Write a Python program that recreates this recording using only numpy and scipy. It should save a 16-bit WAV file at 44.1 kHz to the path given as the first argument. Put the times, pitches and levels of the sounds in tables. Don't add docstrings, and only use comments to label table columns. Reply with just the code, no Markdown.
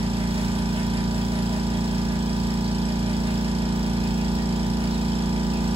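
import sys
import numpy as np
from scipy import signal
from scipy.fft import rfft, irfft, next_fast_len
from scipy.io import wavfile
from scipy.ndimage import uniform_filter1d

SR = 44100
rng = np.random.default_rng(int(sys.argv[2]) if len(sys.argv) > 2 else 0)


def invert_db(level):
    return 10 ** (np.asarray(level, dtype=float) / 20)


def to_wav(sig):
    pcm = np.clip(np.atleast_2d(sig), -1, 1) * 32767
    pcm = np.round(pcm).astype(np.int16)
    wavfile.write(sys.argv[1], SR, pcm.T)


N = 253575
LEAD = SR // 2
MIDDLE_S = N / SR / 2
TURN_HZ, MAINS_PULL_HZ = 28.69, 119.95


def turns_at(t):
    start_s, speedup_hz_per_s = .0017, .0024
    return TURN_HZ * (t - start_s) + speedup_hz_per_s / 2 * (t - MIDDLE_S) ** 2


PATHS = [
    (2, 2, 1.13, .84, 0),
    (3, 2, -2.17, .07, -.5),
    (6, 2, 3.05, 1.89, -.135),
    (15, 2, 2.7, -1.3, 0),
    (17, 1, .1, -.42, 0),
    (27, 1, 2.2, -2.95, -.007),
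    (40, 1, .21, -.11, -.545),
]


def path_phase(k, chance):
    fitting_paths = [row for row in PATHS if row[0] <= k and (k - row[0]) % row[1] == 0]
    first, _, start, delay, smear = max(fitting_paths)
    lag = .8 * left_lag(k * TURN_HZ) + .006 * k * chance
    return start + delay * (k - first) + smear * (k - first) ** 2 - np.array([lag, 0])


# (multiple of the turn, left level/dB, right level/dB)
DRONE = [(2, -32, -31), (3, -46, -45), (4, -41, -40), (5, -43, -40), (6, -32, -29), (7, -32, -30),
         (8, -30, -30), (9, -39, -41), (10, -47, -45), (11, -50, -55), (12, -51, -44), (13, -45, -46),
         (14, -44, -46), (15, -56, -54), (16, -61, -55)]
# (multiple of the turn, left level/dB, right level/dB)
HEAD = [(17, -53, -48), (21, -57, -56), (23, -57, -47), (24, -60, -55), (27, -52, -49), (28, -61, -52),
        (29, -53, -46), (31, -50, -44), (33, -58, -56), (34, -53, -43), (40, -75, -57), (41, -57, -59),
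        (42, -58, -58), (43, -57, -59), (49, -70, -58), (50, -59, -69), (51, -62, -52), (52, -57, -70),
        (54, -56, -57), (58, -58, -55), (60, -57, -65), (63, -61, -64)]
FILLING = {4: -1.3, 11: 1.3, 12: 1.2, 17: .8}


def drone(t):
    weak_from, weak_to = 18, 63
    weak_db, weak_db_per_octave, weak_spread_db = -62.5, -6.5, 8
    load_db_per_s, waver_db_per_multiple = .17, .0305
    shade_db, shade_ends_s, shade_fade_s = -.5, .46, .039
    shade = shade_db / (1 + np.exp((t - shade_ends_s) / shade_fade_s))
    strong = {k: (left_db, right_db) for k, left_db, right_db in DRONE + HEAD}
    turn = np.exp(2j * np.pi * turns_at(t))
    wave = turn
    out = np.zeros((2, len(t)))
    for k, chance in enumerate(rng.standard_normal((weak_to - 1, 4)), start=2):
        wave = wave * turn
        if k in strong:
            phase = path_phase(k, chance[0])
            ports_db = np.array(strong[k])
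        else:
            phase = 2 * np.pi * chance[:2]
            ports_db = weak_db + weak_db_per_octave * np.log2(k / weak_from) + weak_spread_db * chance[2:]
        db = (load_db_per_s + FILLING.get(k, 0)) * (t - MIDDLE_S)
        db = db + waver_db_per_multiple * k * walk(2.5, size=len(t))
        db = db + (k > 10) * shade
        line = wave * np.repeat(invert_db(db[::64]), 64)[:len(t)]
        ports = invert_db(ports_db) * np.exp(1j * phase)
        out += (ports[:, None] * line).real
    return np.sqrt(2) * out


PLACES = [.03, .22, .26, .36, .53, .73, .77, .8, .8, .81, .85, .88, .97, .8]
# (ring f/Hz, width/Hz, tick level/dB, air puff level/dB, puff decay/s)
CLACKS = [(3380, 800, -60, -59.5, 0.0042), (3250, 980, -59.5, -53.5, 0.0035),
          (7680, 1000, -61.5, -65, 0.0013), (3360, 690, -60.5, -79, 0.0018), (2520, 290, -57, -85, .002),
          (2320, 1330, -54.5, -54.5, 0.0019), (5300, 1400, -57, -67, .001),
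          (4980, 1360, -53.5, -56, 0.0038), (7580, 740, -56, -71, 0.0015), (3110, 600, -57.5, -58, 0.0025),
          (5210, 840, -48, -60, 0.0012), (7800, 460, -57, -60.5, 0.0047), (4770, 1450, -55, -52, 0.0045),
          (11000, 12000, -78, -60, 0.01)]


def valves(t):
    out, turns = 0, turns_at(t)
    for place, (hz, width_hz, tick_db, puff_db, decay) in zip(PLACES, CLACKS):
        blows = rng.standard_normal((int(turns[-1] - turns[0]) + 3, 2))
        count = np.floor(turns - place + .1)
        size, late = blows[(count - count[0]).astype(int)].T
        since = (turns - place - count) / TURN_HZ - 10e-6 * late
        near = np.abs(since) < 16 / SR
        tick = np.zeros(len(t))
        tick[near] = np.sinc(.8 * SR * since[near]) * np.exp(-(SR * since[near] / 6) ** 2)
        puff = np.exp(-since / decay) * (since > 0) * rng.standard_normal(len(t))
        out = out + invert_db(tick_db) * ring(invert_db(.5 * size) * tick, hz, width_hz)
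        out = out + invert_db(puff_db) * ring(invert_db(2.3 * size) * puff, hz, .48 * width_hz)
    return out


# (turns added, level/dB)
HUM = [(0, -52), (2, -50), (4, -84), (12, -57), (14, -59), (19, -65.5), (21, -97), (25, -80)]


def hum(t):
    out = 0
    for k, db in HUM:
        level = np.sqrt(2) * invert_db(db + 1.6 * walk(1.2, size=len(t)))
        out = out + level * np.sin(2 * np.pi * (MAINS_PULL_HZ + k * TURN_HZ) * t)
    return out


# (f/Hz, level/dB per Hz)
CHATTER = [(600, -64), (900, -92), (1800, -76), (3000, -86), (5000, -100), (11000, -91.5)]
# (t/s, f/Hz, level/dB, length/s)
SHAKES = [(0.217, 1980, -45, 0.016), (.61, 9100, -51, .03), (1.17, 11000, -57, .03),
          (1.34, 3550, -46, 0.011), (2.506, 1900, -49, 0.019), (2.654, 4400, -42, .014),
          (4.05, 2550, -46, .025), (4.2, 2580, -43, 0.017), (4.39, 1800, -45, 0.02),
          (4.94, 4040, -41.5, 0.017), (5.553, 2550, -44, 0.027), (.78, 3020, -51, 0.044),
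          (2.11, 2200, -58, .025), (3.297, 2600, -43, 0.011)]


def rattle(t):
    beat_hz = MAINS_PULL_HZ - 4 * TURN_HZ
    beat = (.5 + .5 * np.cos(2 * np.pi * beat_hz * (t - .01))) ** 1.5
    grit = rng.standard_normal(len(t)) * invert_db(3 * np.minimum(rng.exponential(size=len(t)), 6))
    grit = grit / np.std(grit)
    out = colour(grit * beat * invert_db(3.3 * walk(3.97, size=len(t))), CHATTER)
    for s, hz, db, length in SHAKES:
        swell = np.exp(-.5 * ((t - s) / length) ** 2)
        out = out + invert_db(db) * swell * ring(grit, hz, hz / 4)
    return out


# (f/Hz, level/dB per Hz)
HISS = [(300, -68.5), (560, -84), (900, -71.5), (1300, -77.5), (1600, -76.5), (2200, -79), (3500, -81.5),
        (5200, -83.5), (6500, -86), (7800, -86), (9000, -90), (11000, -89), (13000, -100.5), (16000, -92.5)]


def hiss(t):
    return colour(rng.standard_normal(len(t)) * invert_db(.73 * walk(7.3, size=len(t))), HISS)


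# (f/Hz, lag/half cycles)
LEFT_LAG = [(0, 0), (2100, 1), (7000, 4), (22050, 10.7)]


def left_lag(hz):
    return np.pi * np.interp(hz, *np.transpose(LEFT_LAG))


def heard(x):
    t60_s, echo_db, dull_hz = .26, 0, 5200
    age = np.arange(LEAD) / SR
    fade = np.exp(-np.log(1000) * age / t60_s)
    tails = rng.standard_normal((2, LEAD)) * fade * (age > .003)
    tails = invert_db(echo_db) * tails / np.sqrt(np.sum(tails ** 2, axis=1, keepdims=True))
    f = np.fft.rfftfreq(len(x), 1 / SR)
    straight = np.array([np.exp(-1j * left_lag(f)), np.ones(len(f))])
    dull = 1 / np.sqrt(1 + (f / dull_hz) ** 2)
    both = straight + dull * rfft(tails, len(x))
    even_out = np.sqrt(1 + (invert_db(echo_db) * dull) ** 2)
    return irfft(rfft(x) * both / even_out, len(x))


# (f/Hz, level/dB per Hz)
SCATTERED = [(300, -128), (600, -78), (1200, -85.5), (2200, -93.5), (4000, -80.5), (7000, -97),
             (12000, -100), (16000, -106)]


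def scattered_hiss(t):
    return colour(rng.standard_normal((2, len(t))), SCATTERED)


# (f/Hz, level/dB per Hz)
RUMBLE = [(25, -104), (48, -57), (62, -70.5), (78, -54.5), (98, -76), (118, -54), (140, -70), (160, -57.5),
          (210, -69.5), (300, -68.5), (450, -100.5)]


def rumble(t):
    return colour(rng.standard_normal((2, len(t))), RUMBLE)


def colour(x, points):
    hz, db = np.transpose(points)
    log_f = np.log(np.maximum(np.fft.rfftfreq(x.shape[-1], 1 / SR), 1))
    gain = invert_db(np.interp(log_f, np.log(hz), db, left=-130, right=-130)) * np.sqrt(SR / 2)
    return irfft(rfft(x) * gain, x.shape[-1])


def ring(x, hz, width_hz):
    b, a = signal.iirpeak(hz, hz / width_hz, SR)
    y = signal.lfilter(b, a, signal.lfilter(b, a, x))
    return y / np.std(y)


def walk(rate, size):
    k = int(SR / rate / 64)
    held = np.repeat(rng.standard_normal(size // (64 * k) + 1), k)
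    coarse = uniform_filter1d(uniform_filter1d(held, k), k)
    return 1.3 * np.repeat(coarse, 64)[:size]


def scene():
    t = np.arange(-LEAD, next_fast_len(N + LEAD) - LEAD) / SR
    mid, side = rumble(t)
    bass = (mid + hum(t)) * invert_db([[-.8], [.6]])
    bass = bass + invert_db(-7) * side * np.array([[1], [-1]])
    machine = drone(t) + heard(valves(t) + rattle(t) + hiss(t))
    return (machine + bass + scattered_hiss(t))[:, LEAD:LEAD + N]


# (0 mid or 1 side, low edge f/Hz, may drop by/Hz, high edge f/Hz, may rise by/Hz)
HOLES = [(0, 8760, 345, 9620, 0), (0, 13100, 345, 14450, 170), (0, 15780, 345, 22050, 0),
         (1, 11030, 170, 11720, 520), (1, 15180, 345, 22050, 0)]
# (0 mid or 1 side, low f/Hz, high f/Hz, share lost 0-1)
THIN = [(0, 8270, 8800, .3), (0, 12400, 13100, .45), (0, 14400, 15800, .5), (1, 6850, 7250, .3),
        (1, 10300, 11050, .25), (1, 11700, 12400, .5), (1, 12400, 14400, .12), (1, 14400, 15200, .4)]


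def skip_weak_treble(frames, f):
    for channel, low, drops, high, rises in HOLES:
        jump = uniform_filter1d(rng.standard_normal((2, frames.shape[2])), size=3) > .25
        above = f[:, None] > low - drops * jump[0]
        below = f[:, None] < high + rises * jump[1]
        frames[channel][above & below] = 0
    for channel, low, high, share in THIN:
        inside = (f > low) & (f < high)
        band = frames[channel][inside]
        near = uniform_filter1d(uniform_filter1d(np.abs(band), size=3, axis=0), size=3, axis=1)
        frames[channel][inside] = band * (near > np.quantile(near, np.clip(share, 0, 1)))
    return frames


def band_limit(x):
    return signal.sosfilt(signal.butter(12, 16990, fs=SR, output="sos"), x)


def record(dry):
    mid_side = np.array([dry[0] + dry[1], dry[0] - dry[1]]) / 2
    lead_in = 136
    f, _, frames = signal.stft(np.pad(mid_side, ((0, 0), (lead_in, 0))), SR, "cosine", 2048)
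    frames = skip_weak_treble(frames, f)
    mid, side = signal.istft(frames, SR, "cosine", 2048)[1][:, lead_in:lead_in + N]
    return band_limit(np.array([mid + side, mid - side]))


dry = scene()
out = record(dry)
to_wav(out)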